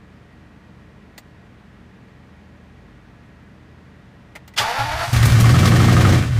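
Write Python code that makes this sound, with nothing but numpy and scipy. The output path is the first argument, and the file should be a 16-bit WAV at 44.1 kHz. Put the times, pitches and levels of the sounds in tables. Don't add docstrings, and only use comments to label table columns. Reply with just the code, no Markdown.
import sys
import numpy as np
from scipy import signal
from scipy.fft import rfft, irfft, next_fast_len
from scipy.io import wavfile
from scipy.ndimage import map_coordinates

SR = 44100
rng = np.random.default_rng(int(sys.argv[2]) if len(sys.argv) > 2 else 0)


def wav_out(sig):
    wavfile.write(sys.argv[1], SR, np.round(np.clip(np.atleast_2d(sig).T, -1, 1) * 32767).astype(np.int16))


N = 281799
T = np.arange(N) / SR

# frequency_hz, level_db
YARD_SPECTRUM = [(12, -59), (20, -17), (30, -45), (38, -12), (122, -1.5), (245, -5.5), (266, -7.5),
                 (306, -9.5), (333, -12.5), (478, -11.5), (519, -17), (581, -15.5), (746, -17), (1920, -20),
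                 (15500, -54.5)]
# pitch_hz, rms_db
HUM_PARTIALS = [(53.5, -58.5), (79, -55), (120, -55.5), (152, -61), (187, -56.5), (210, -61), (240, -62.5),
                (311, -64), (431, -77.5), (573, -70), (700, -75), (1680, -70.5), (1900, -82), (2400, -78.5)]
# frequency_hz, gain_db
WHIRR_BAND = [(1400, -18), (1800, 0), (2000, 5), (2600, -30)]
# start_s, level_db, body_db, snap_db
CLICKS = [(1.178, -27, -16, -10.5), (1.179, -25.5, -13, -15.5), (4.352, -28.5, -2, -25),
          (4.358, -25.5, -5, -30), (4.477, -28.5, -8.5, -12.5), (4.537, -46.5, 8.5, -24)]
# pitch_hz, width_hz, gain_db
CASING_MODES = [(613, 50, 6), (870, 88, 7.5), (1380, 190, 4.5), (1950, 190, 11.5), (2270, 69, -5.5),
                (4300, 170, -48)]
# frequency_hz, level_db
SNAP_SPECTRUM = [(1500, -3), (3000, -5), (4500, 1), (5800, -11), (7300, 1), (10000, -16), (15000, -7)]

# start_s, level_db, t60_s
SLAMS = [(4.562, -28, 0.23), (4.575, -12, 0.092), (4.583, -14, 0.1), (4.606, -29, 0.25)]
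# frequency_hz, level_db
PINION_SPECTRUM = [(120, -53), (200, -21), (677, -7.5), (1050, -9), (1280, -5.5), (2060, -2.5),
                   (2290, -8.5), (3480, 0), (3750, -10), (4660, -6), (5800, -11), (14400, -26.5),
                   (15500, -30)]
# pitch_hz, width_hz, gain_db
BLOCK_MODES = [(94.8, 60, -8), (720, 53, 1), (870, 43, 5), (1130, 90, 0), (1470, 56, -20), (2110, 94, -19)]
# centre_s, swell_db, whine_db
COMPRESSIONS = [(4.7, 1, -28.5), (4.806, 3, -24.5), (4.925, 2.5, -31), (5.028, 5, -26)]
# frequency_hz, gain_db
HOUSING_SPECTRUM = [(180, -19.5), (300, -11.5), (391, -18.5), (526, -8), (581, -16), (674, -7), (863, -3),
                    (1050, -5.5), (1370, -1.5), (2070, -5), (2690, -11), (4880, -14.5), (8280, -28.5),
                    (13100, -30), (15500, -45)]
# pitch_hz, width_hz, gain_db
BELL_MODES = [(705, 56, 1), (866, 61, 6), (1333, 130, -2.5)]
# frequency_hz, gain_db
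GROWL_BAND = [(420, -35), (650, 8.5), (1400, 1.0), (2800, -29)]
# tooth_rate_multiple, level_db
GEAR_HARMONICS = [(2, 3.5), (3, 2.5), (4, 5.5), (5, 5), (6, -3)]

# time_s, four_stroke_cycle_hz
CYCLE_RATE = [(4.55, 4), (5.05, 5), (5.14, 8.9), (5.45, 9.7), (5.62, 11.45), (5.77, 12.08), (6.1, 11.95),
              (6.2, 10.8), (6.39, 9.5)]
# start_s, level_db, t60_s
CHUFFS = [(4.592, -28, 0.27), (4.785, -22.5, 0.68), (4.915, -26.5, 0.53), (5.075, -23.5, 0.25)]
# cycle_rate_multiple, level_db
ENGINE_ORDERS = [(3, -2.5), (4, -4.5), (5, -9), (6, -1.5), (7, -5), (8, 3), (9, -8), (10, -6), (11, -9),
                 (12, -3.5), (13, -3.5), (14, -4), (15, -5.5), (16, -2.5), (17, -16), (18, -13), (19, -2.5),
                 (20, -11.5), (21, -9), (22, -31), (23, -16), (24, -12), (25, -19), (26, -8.5), (27, -12),
                 (28, -13.5), (29, -8.5), (31, -15), (32, -14), (33, -26), (37, -21.5), (38, -13),
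                 (44, -12.5), (46, -19)]
CYLINDERS = [2.5, 2.5, -0.5, 2, 3.5, -0.5, -4.5, 2]
# time_s, level_db
BOOM_LEVELS = [(5.15, -16.5), (5.166, -12), (5.44, -10.5), (5.684, -14.5), (6.096, -12.5), (6.206, -16.5),
               (6.238, -23.5), (6.39, -14.5)]
# pitch_hz, width_hz, gain_db
PIPE_MODES = [(116.5, 9.8, 6.5), (185, 400, -13.5)]
# pitch_hz, width_hz, gain_db
MUFFLER_MODES = [(175, 61, -4.5), (240, 49, 7.5), (321.7, 34, 0.5), (368, 65, -19), (512, 36, -5.5),
                 (711, 73, -3.5)]
# frequency_hz, gain_db
BURBLE_BAND = [(90, -29), (150, 1.5), (750, 2.0), (1500, -16)]
# frequency_hz, level_db
INTAKE_SPECTRUM = [(2000, -15), (5000, 0), (9000, -4), (15000, -14)]
# frequency_hz, gain_db
BAY_SPECTRUM = [(350, -12.5), (600, -2.5), (726, -6), (809, -10), (1020, -6), (1220, -1.5), (1390, -7),
                (1910, -6), (2470, -12), (3160, -9), (3520, -12), (4090, -13), (6950, -17), (14500, -31),
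                (15500, -31)]
# pitch_hz, width_hz, level_db
COVER_MODES = [(1125, 17.7, 0.5), (1488, 18, 1), (1595, 39, 1.5), (1784, 22, -1), (1860, 29, -0.5),
               (2123, 28, 0.5), (2322, 32, 1.5), (2494, 17, -8), (2700, 19, -7), (3090, 80, -8)]

# start_s, level_db, treble_db, ring_hz
MISFIRES = [(5.1285, -17, -4, 1746), (5.161, -15, -13, 1520), (5.2268, -12, -10, 1898),
            (5.252, -16.5, -0.5, 2340), (5.2977, -17, -10.5, 1470), (5.3193, -15, -15, 1447),
            (5.3994, -19.5, 3, 1540), (5.654, -9.5, -12.5, 1910), (6.121, -15, -18, 1840)]
# cycle_fraction, spit_db, crack_db, thud_db
KNOCKS = [(0.0, -17.5, -27, -37), (0.2, -30, -28, -25.5), (0.485, -27, -18, -23)]
# pitch_hz, level_db
SPIT_PARTIALS = [(735, -13), (1130, -4), (1215, 1), (1300, -4)]
# pitch_hz, width_hz, gain_db
THUD_MODES = [(532, 36, 1), (722, 64, 0)]
# frequency_hz, level_db
CRACK_SPECTRUM = [(300, -7), (800, -10), (1900, -1), (3500, 3.0), (6000, -4.0), (15000, -31)]
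HISS_SPECTRUM = [(2000, -7), (5000, -2.5), (9000, -4.5), (15000, -8)]

ENGAGE_S, RELEASE_S = 4.595, 5.045
TOOTH_FIRST_HZ, TOOTH_FREE_HZ, SPIN_UP_S = 190.1, 441, 0.47
COMPRESSION_S, SAG_HZ = 0.036, 10
GRIND_DB, GRIND_EASE_DB_PER_S, RELEASE_DB_PER_S = -24.5, 11.5, 29
CATCH_S, OPEN_S = 5.124, 0.45
LIFT_S, CLOSE_S = 6.145, 0.16
BARK_DB, BARK_RANGE_DB = -17.5, 17.5
BAY_DB, BAY_RISE_DB, BAY_DROP_DB = -24.5, 3, 12
KNOCK_FROM_S, KNOCK_TO_S, KNOCK_TREBLE_DB, KNOCK_RING_HZ = 5.42, 6.11, -11.5, 1840


def amp(db):
    return np.exp(np.asarray(db) * (np.log(10) / 20))


def unit(x):
    return x / np.sqrt(np.mean(x ** 2) + 1e-20)


def noise():
    return rng.standard_normal(N)


def wobble(rate):
    coarse = T[::64]
    knots = rng.standard_normal(int(N * rate / SR) + 4)
    return np.interp(T, coarse, map_coordinates(knots, [coarse * rate]))


def curve(points):
    return np.interp(T, *np.transpose(points))


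def ramp(start, length):
    return np.clip((T - start) / length, 0, 1)


def burst(s, t60, attack=0.0013):
    age = np.maximum(T - s, 0)
    return (1 - np.exp(-age / attack)) * amp(-60 * age / t60)


def filtered(x, response):
    size = next_fast_len(N + SR // 2)
    return irfft(rfft(x, size) * response(np.fft.rfftfreq(size, 1 / SR)), size)[:N]


def coloured(x, points):
    f, db = np.transpose(points)
    return filtered(x, lambda hz: amp(np.interp(np.log(hz + 1), np.log(f), db)))


def resonate(x, modes):
    return filtered(x, lambda f: sum(amp(db) * 1j * f * width / (hz * hz - f * f + 1j * f * width)
                                     for hz, width, db in modes))


def steady(x, span):
    window = np.hanning(int(span * SR))
    power = np.abs(signal.fftconvolve(x * x, window / window.sum(), "same"))
    return x / np.sqrt(power + power.max() / 10 ** 5)


def scatter(x, t60):
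    t = T[:SR // 4]
    tail = rng.standard_normal(len(t)) * amp(-60 * t / t60)
    return signal.fftconvolve(x, tail / np.linalg.norm(tail))[:N]


def crossings(phase):
    return np.flatnonzero(np.diff(np.floor(phase)) > 0)


def pulses(at, sizes):
    return np.bincount(np.clip(at, 0, N - 1).astype(int), sizes, N)


def puffs(train, t60):
    decay = amp(-60 * T[:SR // 5] / t60)
    return signal.fftconvolve(train, decay)[:N] * noise()


def yard(rumble_db=-48.5, waver_db=2, drift_cycles=0.15, whirr_db=-67):
    hum = sum(amp(db + waver_db * wobble(3.92))
              * np.sin(2 * np.pi * (hz * T + drift_cycles * wobble(3.046))) for hz, db in HUM_PARTIALS)
    whirr = unit(coloured(resonate(noise(), [(1891, 38, 0)]), WHIRR_BAND))
    rumble = unit(coloured(noise(), YARD_SPECTRUM))
    return np.sqrt(2) * hum + amp(whirr_db) * whirr + amp(rumble_db) * rumble


def switches(body_gain_db=-2, snap_gain_db=1, body_t60=0.06, snap_t60=0.056):
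    body = sum(amp(db + body_db) * burst(s, body_t60) for s, db, body_db, _ in CLICKS)
    snap = sum(amp(db + snap_db) * burst(s, snap_t60, attack=0.00087) for s, db, _, snap_db in CLICKS)
    body *= unit(resonate(noise(), CASING_MODES))
    snap *= unit(coloured(noise(), SNAP_SPECTRUM))
    return amp(body_gain_db) * body + amp(snap_gain_db) * snap


def pinion_slam(clunk_db=-17, clunk_t60=0.18):
    strikes = sum(amp(db) * burst(s, t60, attack=0.0055) for s, db, t60 in SLAMS)
    slam = strikes * unit(coloured(noise(), PINION_SPECTRUM))
    block = steady(resonate(noise(), BLOCK_MODES), 0.1)
    return slam + amp(clunk_db) * burst(4.604, clunk_t60, attack=0.00088) * block


def starter(growl_db=-5, uneven_db=2, ring_t60=0.096, scrape=0.075):
    age = np.maximum(T - ENGAGE_S, 0)
    centre_s, swell_db, whine_db = np.transpose(COMPRESSIONS)
    squeeze = np.exp(-((T - centre_s[:, None]) / COMPRESSION_S) ** 2)
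    tooth_hz = TOOTH_FREE_HZ - (TOOTH_FREE_HZ - TOOTH_FIRST_HZ) * np.exp(-age / SPIN_UP_S)
    tooth_hz -= SAG_HZ * squeeze.sum(0)
    mesh = np.cumsum(tooth_hz * (1 + .022 * wobble(110))) / SR
    at = crossings(mesh)
    teeth = pulses(at + rng.normal(0, 7, len(at)), amp(uneven_db * rng.standard_normal(len(at))))
    contact = scatter(teeth, ring_t60) + scrape * puffs(teeth, 0.02)
    grind = steady(coloured(contact, HOUSING_SPECTRUM), 0.035)
    growl = steady(coloured(resonate(puffs(teeth, 0.0096), BELL_MODES), GROWL_BAND), 0.052)
    tones = sum(amp(db + 1.2 * wobble(25)) * np.sin(2 * np.pi * k * mesh) for k, db in GEAR_HARMONICS)
    whine = (amp(whine_db) @ squeeze) * steady(resonate(tones, BELL_MODES), 0.047)
    level_db = GRIND_DB - GRIND_EASE_DB_PER_S * age + swell_db @ squeeze
    rattle = amp(level_db) * (grind + amp(growl_db) * growl)
    engaged = ramp(ENGAGE_S, 0.0063) * amp(-RELEASE_DB_PER_S * np.maximum(T - RELEASE_S, 0))
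    return engaged * (rattle + whine)


def crank(zero_s=5.883):
    cycle = np.cumsum(curve(CYCLE_RATE)) / SR
    return cycle - np.interp(zero_s, T, cycle)


def throttle():
    return ramp(CATCH_S, OPEN_S) * (1 - ramp(LIFT_S, CLOSE_S))


def firings(jitter_s=.0007, uneven_db=4.0):
    phase = len(CYLINDERS) * crank()
    at = crossings(phase)
    cylinder_db = np.array(CYLINDERS)[np.round(phase[at]).astype(int) % len(CYLINDERS)]
    late, strength = rng.standard_normal((len(at), 2)).T
    return pulses(at + jitter_s * SR * late, amp(cylinder_db + uneven_db * strength))


def exhaust(upper_db=-0.5, burble_db=-7, waver_db=2.5, split_hz=150, cough_db=-7, cough_t60=0.13):
    cycle = crank()
    gas = sum(amp(db + waver_db * wobble(16))
              * np.sin(2 * np.pi * (k * cycle + rng.random()) + 0.23 * wobble(14))
              for k, db in ENGINE_ORDERS)
    pipe = resonate(gas, PIPE_MODES)
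    low = filtered(pipe, lambda f: 1 / (1 + (f / split_hz) ** 8))
    boom = steady(low, .07)
    blows = firings()
    burble = coloured(resonate(blows + 0.056 * puffs(blows, 0.015), MUFFLER_MODES), BURBLE_BAND)
    bark = amp(upper_db) * steady(pipe - low, 0.14) + amp(burble_db) * steady(burble, 0.13)
    running = ramp(CATCH_S, 0.01)
    chuffs = sum(amp(db) * burst(s, t60, attack=0.0098) for s, db, t60 in CHUFFS)
    coughs = sum(amp(db + treble_db + cough_db) * burst(s, cough_t60) for s, db, treble_db, _ in MISFIRES)
    load = amp(BARK_DB - BARK_RANGE_DB * (1 - throttle()))
    return (chuffs + running * amp(curve(BOOM_LEVELS))) * boom + (coughs + running * load) * bark


def intake(air_db=-39):
    flow = ramp(4.92, 0.15) * (1 - ramp(5.6, .3))
    return amp(air_db) * flow * unit(coloured(noise(), INTAKE_SPECTRUM))


def engine_bay(rasp_db=-2.5, clatter_db=-5, metal_db=-5, waver_db=4, clatter_t60=0.32, throb_db=0.5):
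    blows = firings(jitter_s=.00006, uneven_db=1.5)
    rasp = amp(rasp_db) * steady(coloured(puffs(blows, 0.39), BAY_SPECTRUM), 0.26)
    clatter = amp(clatter_db) * steady(coloured(scatter(blows, clatter_t60), BAY_SPECTRUM), 0.32)
    struck = signal.fftconvolve(blows, burst(0, .07)[:SR // 4])[:N]
    rings = sum(amp(db + waver_db * wobble(30)) * np.sin(2 * np.pi * hz * T + 1.73 * wobble(2 * width))
                for hz, width, db in COVER_MODES)
    metal = amp(metal_db) * steady(struck * rings, 0.41)
    turns = 2 * (crank() - 0.12)
    level_db = BAY_DB - BAY_RISE_DB * (1 - ramp(CATCH_S, OPEN_S)) - BAY_DROP_DB * ramp(LIFT_S, CLOSE_S)
    level_db += throb_db * throttle() * np.cos(2 * np.pi * turns)
    return ramp(CATCH_S, 0.018) * amp(level_db) * (rasp + clatter + metal)


def knocks(spread_db=1.6):
    cycle = crank()
    rows = [(s, *levels_db) for place, *levels_db in KNOCKS
            for s in T[crossings(cycle - place)] if KNOCK_FROM_S < s < KNOCK_TO_S]
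    return np.array(rows) + spread_db * rng.standard_normal((len(rows), 1)) * [0, 1, 1, 1]


def spits(gain_db=3, t60=0.061, attack=0.0019, misfire_db=-11, thud_t60=0.094):
    tones = sum(amp(db) * np.sin(2 * np.pi * hz * T + 1.87 * wobble(120)) for hz, db in SPIT_PARTIALS)
    knock_rows = knocks()
    blows = [(s, db) for s, db, _, _ in knock_rows] + [(s, db + misfire_db) for s, db, _, _ in MISFIRES]
    spit = steady(tones, 0.026) * sum(amp(db) * burst(s, t60, attack) for s, db in blows)
    thuds = sum(amp(db) * burst(s, thud_t60, attack) for s, _, _, db in knock_rows)
    return amp(gain_db) * spit + thuds * steady(resonate(noise(), THUD_MODES), .04)


def pops(crack_db=-7, hiss_db=-5, ring_db=-8, crack_t60=0.076, hiss_t60=0.15, ring_t60=0.067):
    t = T[:SR // 6]
    rise = 1 - np.exp(-t / 0.002)
    crack, hiss, ring = np.zeros((3, N))
    knock_pops = [(s, db, KNOCK_TREBLE_DB, KNOCK_RING_HZ) for s, _, db, _ in knocks()]
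    for s, db, treble_db, hz in list(MISFIRES) + knock_pops:
        span = slice(round(s * SR), round(s * SR) + len(t))
        crack[span] += rise * amp(db - 60 * t / crack_t60)
        hiss[span] += rise * amp(db + treble_db - 60 * t / hiss_t60)
        ring[span] += rise * amp(db - 60 * t / ring_t60) * np.sin(2 * np.pi * hz * t)
    ring *= unit(filtered(noise(), lambda f: 1 / (1 + (f / 130) ** 4)))
    crack *= unit(coloured(noise(), CRACK_SPECTRUM))
    hiss *= unit(coloured(noise(), HISS_SPECTRUM))
    return amp(crack_db) * crack + amp(hiss_db) * hiss + amp(ring_db) * np.sqrt(2) * ring


def scene():
    starting = switches() + starter() + pinion_slam()
    engine = intake() + exhaust() + engine_bay() + spits() + pops()
    return (yard() + starting + engine)[None]


def record(dry, ceiling=0.62, top_hz=15550):
    soft = dry[0] / (1 + np.abs(dry[0] / ceiling) ** 6) ** (1 / 6)
    return filtered(soft, lambda hz: np.clip((top_hz - hz) / 200 + .5, 0, 1))[None]


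dry = scene()
out = record(dry)
wav_out(out)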